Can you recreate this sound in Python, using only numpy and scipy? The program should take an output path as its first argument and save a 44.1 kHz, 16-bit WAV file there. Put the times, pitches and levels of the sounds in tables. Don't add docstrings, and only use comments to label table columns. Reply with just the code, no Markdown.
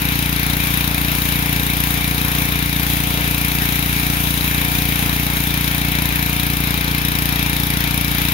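import sys
import numpy as np
from scipy import signal
from scipy.fft import rfft, irfft, next_fast_len
from scipy.io import wavfile
from scipy.ndimage import uniform_filter1d, map_coordinates

SR = 44100
rng = np.random.default_rng(int(sys.argv[2]) if len(sys.argv) > 2 else 0)


def gain_from_db(level_db):
    decades = np.asarray(level_db, float) / 20
    return 10 ** decades


def generate_wav(signal):
    frames = np.transpose(np.atleast_2d(signal))
    scaled = np.clip(frames, -1, 1) * 32767
    pcm = np.round(scaled).astype(np.int16)
    wavfile.write(sys.argv[1], SR, pcm)


N = 367353

FIRING_HZ = 29.15
SPEED_HZ = 29.153


def unit(x):
    return x / np.sqrt(np.mean(x ** 2) + 1e-20)


def along(points, hz):
    point_hz, value = np.transpose(points)
    return np.interp(np.log(hz + 1), np.log(point_hz + 1), value)


def filtered(x, response):
    size = next_fast_len(N + 8192)
    spectrum = rfft(x, size) * response(np.fft.rfftfreq(size, 1 / SR))
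    return irfft(spectrum, size)[..., :N]


def wobble(rate):
    knots = rng.standard_normal(int(N * rate / SR) + 4)
    return map_coordinates(knots, [np.arange(N) * rate / SR])


def rush(spectrum, alike, patchy_db):
    z = signal.stft(rng.standard_normal((2, N)), nperseg=512)[2]
    field = uniform_filter1d(rng.standard_normal(z.shape[1:]), 6, 0)
    field = uniform_filter1d(field, 10, 1)
    pair = signal.istft(z * gain_from_db(patchy_db * unit(field)), nperseg=512)[1][:, :N]

    def mid_side(hz):
        spread = np.arccos(np.clip(along(alike, hz), -1, 1)) / 2
        return gain_from_db(along(spectrum, hz)) * [np.cos(spread), np.sin(spread)]

    mid, side = filtered(pair, mid_side)
    return unit(np.array([mid + side, mid - side]))


def crank():
    # time_s, late_ms
    hunting = [(0, 0), (.7, .5), (1.2, .4), (1.42, -.25), (1.6, .4), (2.02, .9), (2.4, -.6), (2.9, 0),
               (3.3, -.7), (3.9, -.15), (4.5, -.35), (4.87, -1.4), (5.2, -.7), (6.0, -.5), (6.55, -1.15),
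               (6.9, -.1), (7.1, -.7), (7.7, .3)]
    first_s = .0203
    now = np.arange(N) / SR
    s, late_ms = np.transpose(hunting)
    return SPEED_HZ * (now - first_s - np.interp(now, s, late_ms) / 1000)


def crank_angle():
    return 2 * np.pi * crank()


def firings(jitter_s):
    turns = crank()
    whole = np.arange(int(turns[-1]) + 1)
    at = np.interp(whole, turns, np.arange(N))
    at = np.r_[at[0] - SR / SPEED_HZ, at, at[-1] + SR / SPEED_HZ]
    luck = rng.standard_normal((len(at), 3))
    return np.round(at + jitter_s * SR * luck[:, 0]).astype(int), luck[:, 1:]


def train(at, size_db, shape, early_s):
    pad = SR // 10
    spikes = np.bincount(at + pad - round(early_s * SR), gain_from_db(size_db), N + 2 * pad)
    return signal.fftconvolve(spikes[None], np.atleast_2d(shape), axes=1)[:, pad:pad + N]


def thud(at, luck):
    # multiple, level_db
    muffler = [(1, -25), (2, 0), (3, -7), (4, -3), (5, 0), (6, -4), (7, -7), (8, -10), (9, -9), (10, -5),
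               (11, -17), (12, -23), (13, -27), (14, -20), (15, -15), (16, -25), (17, -30), (18, -17),
               (19, -33), (20, -34), (21, -26), (22, -27), (23, -29), (24, -22), (25, -17), (26, -34),
               (27, -27), (28, -32), (29, -18), (30, -27)]
    # pitch_hz,
    # level_db
    thud_range = [(5, -45), (29, -21), (52, 0), (298, 0), (318, -4.5), (390, -5), (420, -2), (520, 0),
                  (560, -6), (690, -2), (880, -1), (1100, -70)]
    order, db = np.transpose(muffler)
    hz = np.fft.rfftfreq(8192, 1 / SR)
    wall = lambda f: 1 + .5 * np.exp(-2j * np.pi * f * .011)
    direct = gain_from_db(np.where(order > 1, db, -5)) / np.abs(wall(order * FIRING_HZ))
    cepstrum = irfft(np.interp(hz, [*order * FIRING_HZ, 1000], np.log([*direct, .01])))
    cepstrum[1:len(hz) - 1] *= 2
    cepstrum[len(hz):] = 0
    late = np.cumsum(2 * np.pi * rng.random(len(order)) * (order > 11))
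    delay = 1j * np.interp(hz, order * FIRING_HZ, late)
    pulse = -irfft(np.exp(rfft(cepstrum) - delay) * wall(hz))
    puffs = train(at, .65 * luck[:, 0], pulse, early_s=.00136)
    puffs = unit(filtered(puffs, lambda f: gain_from_db(along(thud_range, f))))
    shake = gain_from_db(-25.5 + .25 * wobble(8)) * np.sin(2 * crank_angle() + .7)
    tilt_db = lambda f: along([(60, 0.27), (200, 1.5), (330, 1.4), (1000, 1.4)], f)
    return filtered(gain_from_db(-21.5) * puffs + shake, lambda f: gain_from_db(tilt_db(f) * np.array([[1], [-1]])))


def unscreened():
    step_away_s = 6.8
    return 1 / (1 + np.exp((step_away_s - np.arange(N) / SR) / 0.12))


def blast_strength():
    return -11 + .5 * wobble(5.6) + 0.5 * unscreened()


def blast(at, luck, db):
    # pitch_hz, level_db (per Hz)
    gas_colour = [(500, -38), (1000, -15), (1500, -14), (2300, -7), (3500, -3.5), (4300, -8), (7000, -3),
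                  (10000, 4), (16000, -0.5)]
    # pitch_hz, likeness (0-1)
    gas_alike = [(1000, 0.76), (3000, 0.78), (10000, 0.26)]
    # pitch_hz, width_hz, level_db
    shields = [(2420, 64, 11), (3863, 140, 11), (5090, 230, 11), (10360, 390, -6.5), (12020, 350, -4)]
    # pitch_hz, level_db
    shadow = [(2000, 0), (4000, -3), (9000, 0), (11500, -1), (12500, -6), (14000, -10)]
    t = np.arange(SR // 20) / SR
    spurt = (1 - np.exp(-t / .0004)) / (1 + (t / .0036) ** 3)
    trail = 0.34 * (1 - np.exp(-t / 0.005)) * gain_from_db(-60 * t / 0.12)
    size_db = .7 * luck[:, 1] + .4 * luck[:, 0]
    gate = train(at, size_db, spurt + trail, early_s=.0022)
    gas = gain_from_db(db - 5.5) * gate * rush(gas_colour, gas_alike, patchy_db=1.6)
    panel = lambda f: gain_from_db(-2) * np.exp(-.5 * ((f - 5160) / 430) ** 2)
    gas = gas + unscreened() * filtered(gas, panel)
    detour_s = np.array([[.00049], [.000714]])
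    bounce = lambda hz: 1 + .42 * np.exp(-2j * np.pi * hz * detour_s)
    shade = lambda hz: gain_from_db([0.71 + 0 * hz, along(shadow, hz) - 1.2])

    def ring(f):
        modes = [gain_from_db(g) * 1j * f * w / (c * c - f * f + 1j * f * w) for c, w, g in shields]
        return 1 + sum(modes)

    return filtered(gas, lambda hz: bounce(hz) * ring(hz) * shade(hz))


def rattle(at, luck):
    # pitch_hz, level_db (per Hz)
    knock_colour = [(750, -58), (950, 2), (1200, -11), (1700, 5), (2000, -4), (2300, -3.5), (3000, -6.5),
                    (4200, -6), (6000, -8.5)]
    cycle = round(SR / FIRING_HZ)
    hz = np.fft.rfftfreq(cycle, 1 / SR)
    fading = gain_from_db(np.interp(np.arange(cycle) / SR, [0, .002, .006, .034], [-48, 16.0, -13, -0.5]))
    shared, left, right = rng.standard_normal((3, cycle))
    knocks = rfft(fading * np.array([shared + 1.03 * left, shared + 0.77 * right]))
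    evened = knocks / np.sqrt(np.abs(knocks) + 1e-9)
    pattern = irfft(evened * gain_from_db(along(knock_colour, hz)), cycle)
    return gain_from_db(-31.5) * unit(train(at, 1.8 * luck[:, 1], pattern, early_s=0.0033))


def casing(at, luck):
    # pitch_hz, level_db (per Hz)
    roar_colour = [(25, -17), (60, 5), (150, 4.5), (350, 0), (1000, 0), (1250, -1.5), (1700, 1.5),
                   (2020, 0), (2300, 4.5), (2900, -2), (3500, 1), (5000, -2.5), (16000, -20)]
    # pitch_hz, likeness (0-1)
    roar_alike = [(60, 0.24), (300, 0.6), (450, 0), (700, 0.83), (1300, 0.35), (1700, 0.81), (2000, 0.43),
                  (2330, 0.58), (3000, 0.37), (8000, 0.2)]
    t = np.arange(SR // 20) / SR
    swell = gain_from_db(-60 * t / 0.066) * (1 - np.exp(-t / 0.0022))
    after = train(at, 1.4 * luck[:, 1], swell, early_s=0.0038)
    sway_db = .2 * wobble(3) + .6 * wobble(14)
    level = gain_from_db(-24.5 + sway_db)
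    return level * (1 + .5 * after) * rush(roar_colour, roar_alike, patchy_db=1.27)


def whine():
    # multiple (of the firing rate), level_db (rms)
    gear_tones = [(25, -48), (31, -51), (32, -48), (34, -52), (44, -52), (47, -49), (53, -46), (58, -43),
                  (64, -48), (14, -55)]
    angle = crank_angle()
    total = 0
    for multiple, db in gear_tones:
        level = gain_from_db(db + 3.5 + 2.5 * wobble(7))
        total = total + level * np.sin(round(multiple) * angle + 0.83 * wobble(6))
    return total * gain_from_db([[1.2], [-1.2]])


def sweep():
    # time_s, hiss_db (between passes)
    reach = [(0, -24.5), (2.6, -25), (3.3, -23.5), (4.2, -21.5), (5.2, -23), (5.9, -25.5), (7.2, -27.5),
             (8.33, -29)]
    # time_s, swell_db, width_s
    passes = [(.68, 3.5, 0.076), (1.3, 3.5, 0.13), (1.87, 2.5, 0.17), (2.36, 2, 0.13), (2.93, 4.5, 0.063),
              (3.75, 1.5, 0.22), (4.25, 1, .1), (4.74, 2.5, 0.054), (5.45, 0.5, .1), (6.3, 2, .15),
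              (7.62, 2.5, 0.091), (8.25, 5, 0.16)]
    now = np.arange(N) / SR
    swells = sum(db * np.exp(-.5 * ((now - s) / width_s) ** 2) for s, db, width_s in passes)
    return np.interp(now, *np.transpose(reach)) + swells


def spray(db):
    # pitch_hz, level_db (per Hz)
    hiss_colour = [(500, -42), (1500, -7.5), (4000, -7), (8000, 0), (16000, -2.5)]
    flicker_db = .4 * wobble(9) + .8 * wobble(35)
    level = gain_from_db(db - 1.0 + flicker_db)
    return level * rush(hiss_colour, [(1000, .3), (5000, .1)], patchy_db=.9)


def through_ports(noise):
    # pitch_hz, level_db
    left_port = [(300, -7.5), (600, -10.5), (1000, -4), (2300, -0.5), (3900, -2), (4450, -7), (6900, -9),
                 (7200, -15.5), (7500, -15), (8600, -16), (9100, -9), (10300, -7.5), (12200, -3),
                 (15500, 0.5)]
    right_port = [(300, -0.5), (600, -9.5), (1000, -2), (2400, -0.5), (3000, -3), (4200, -11.5), (7000, -7),
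                  (7250, -27), (7980, -42), (8500, -7), (9800, -5.5), (12500, 0.5), (14400, -2.5),
                  (15700, -6)]
    return filtered(noise, lambda hz: gain_from_db([along(left_port, hz) + 5, along(right_port, hz) + 0.83]))


def left_first(sound):
    # pitch_hz, lead_radians
    bend = [(350, 0), (480, -.8), (850, -.4), (1100, .1), (1550, .6), (1900, .3), (2100, 1.1), (3000, .9),
            (3400, 1.6), (3750, -.2), (5300, -1.4), (6200, 0)]
    lead_s = 12 / 44100
    half_lead = lambda hz: np.pi * hz * lead_s + along(bend, hz) / 2
    return filtered(sound, lambda hz: np.exp(1j * half_lead(hz) * np.array([[1], [-1]])))


def scene():
    at, luck = firings(jitter_s=.0001)
    noise = rattle(at, luck) + casing(at, luck) + blast(at, luck, blast_strength()) + spray(sweep())
    return left_first(thud(at, luck) + whine() + through_ports(noise))


def band_limit(x):
    return signal.sosfilt(signal.butter(12, 17010, fs=SR, output="sos"), x)


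def record(dry):
    rounded = dry / (1 + np.abs(dry / .93) ** 6) ** (1 / 6)
    band = lambda hz: gain_from_db(along([(15740, 0), (15900, -45), (16100, -70)], hz))
    return band_limit(filtered(rounded, band))


dry = scene()
out = record(dry)
generate_wav(out)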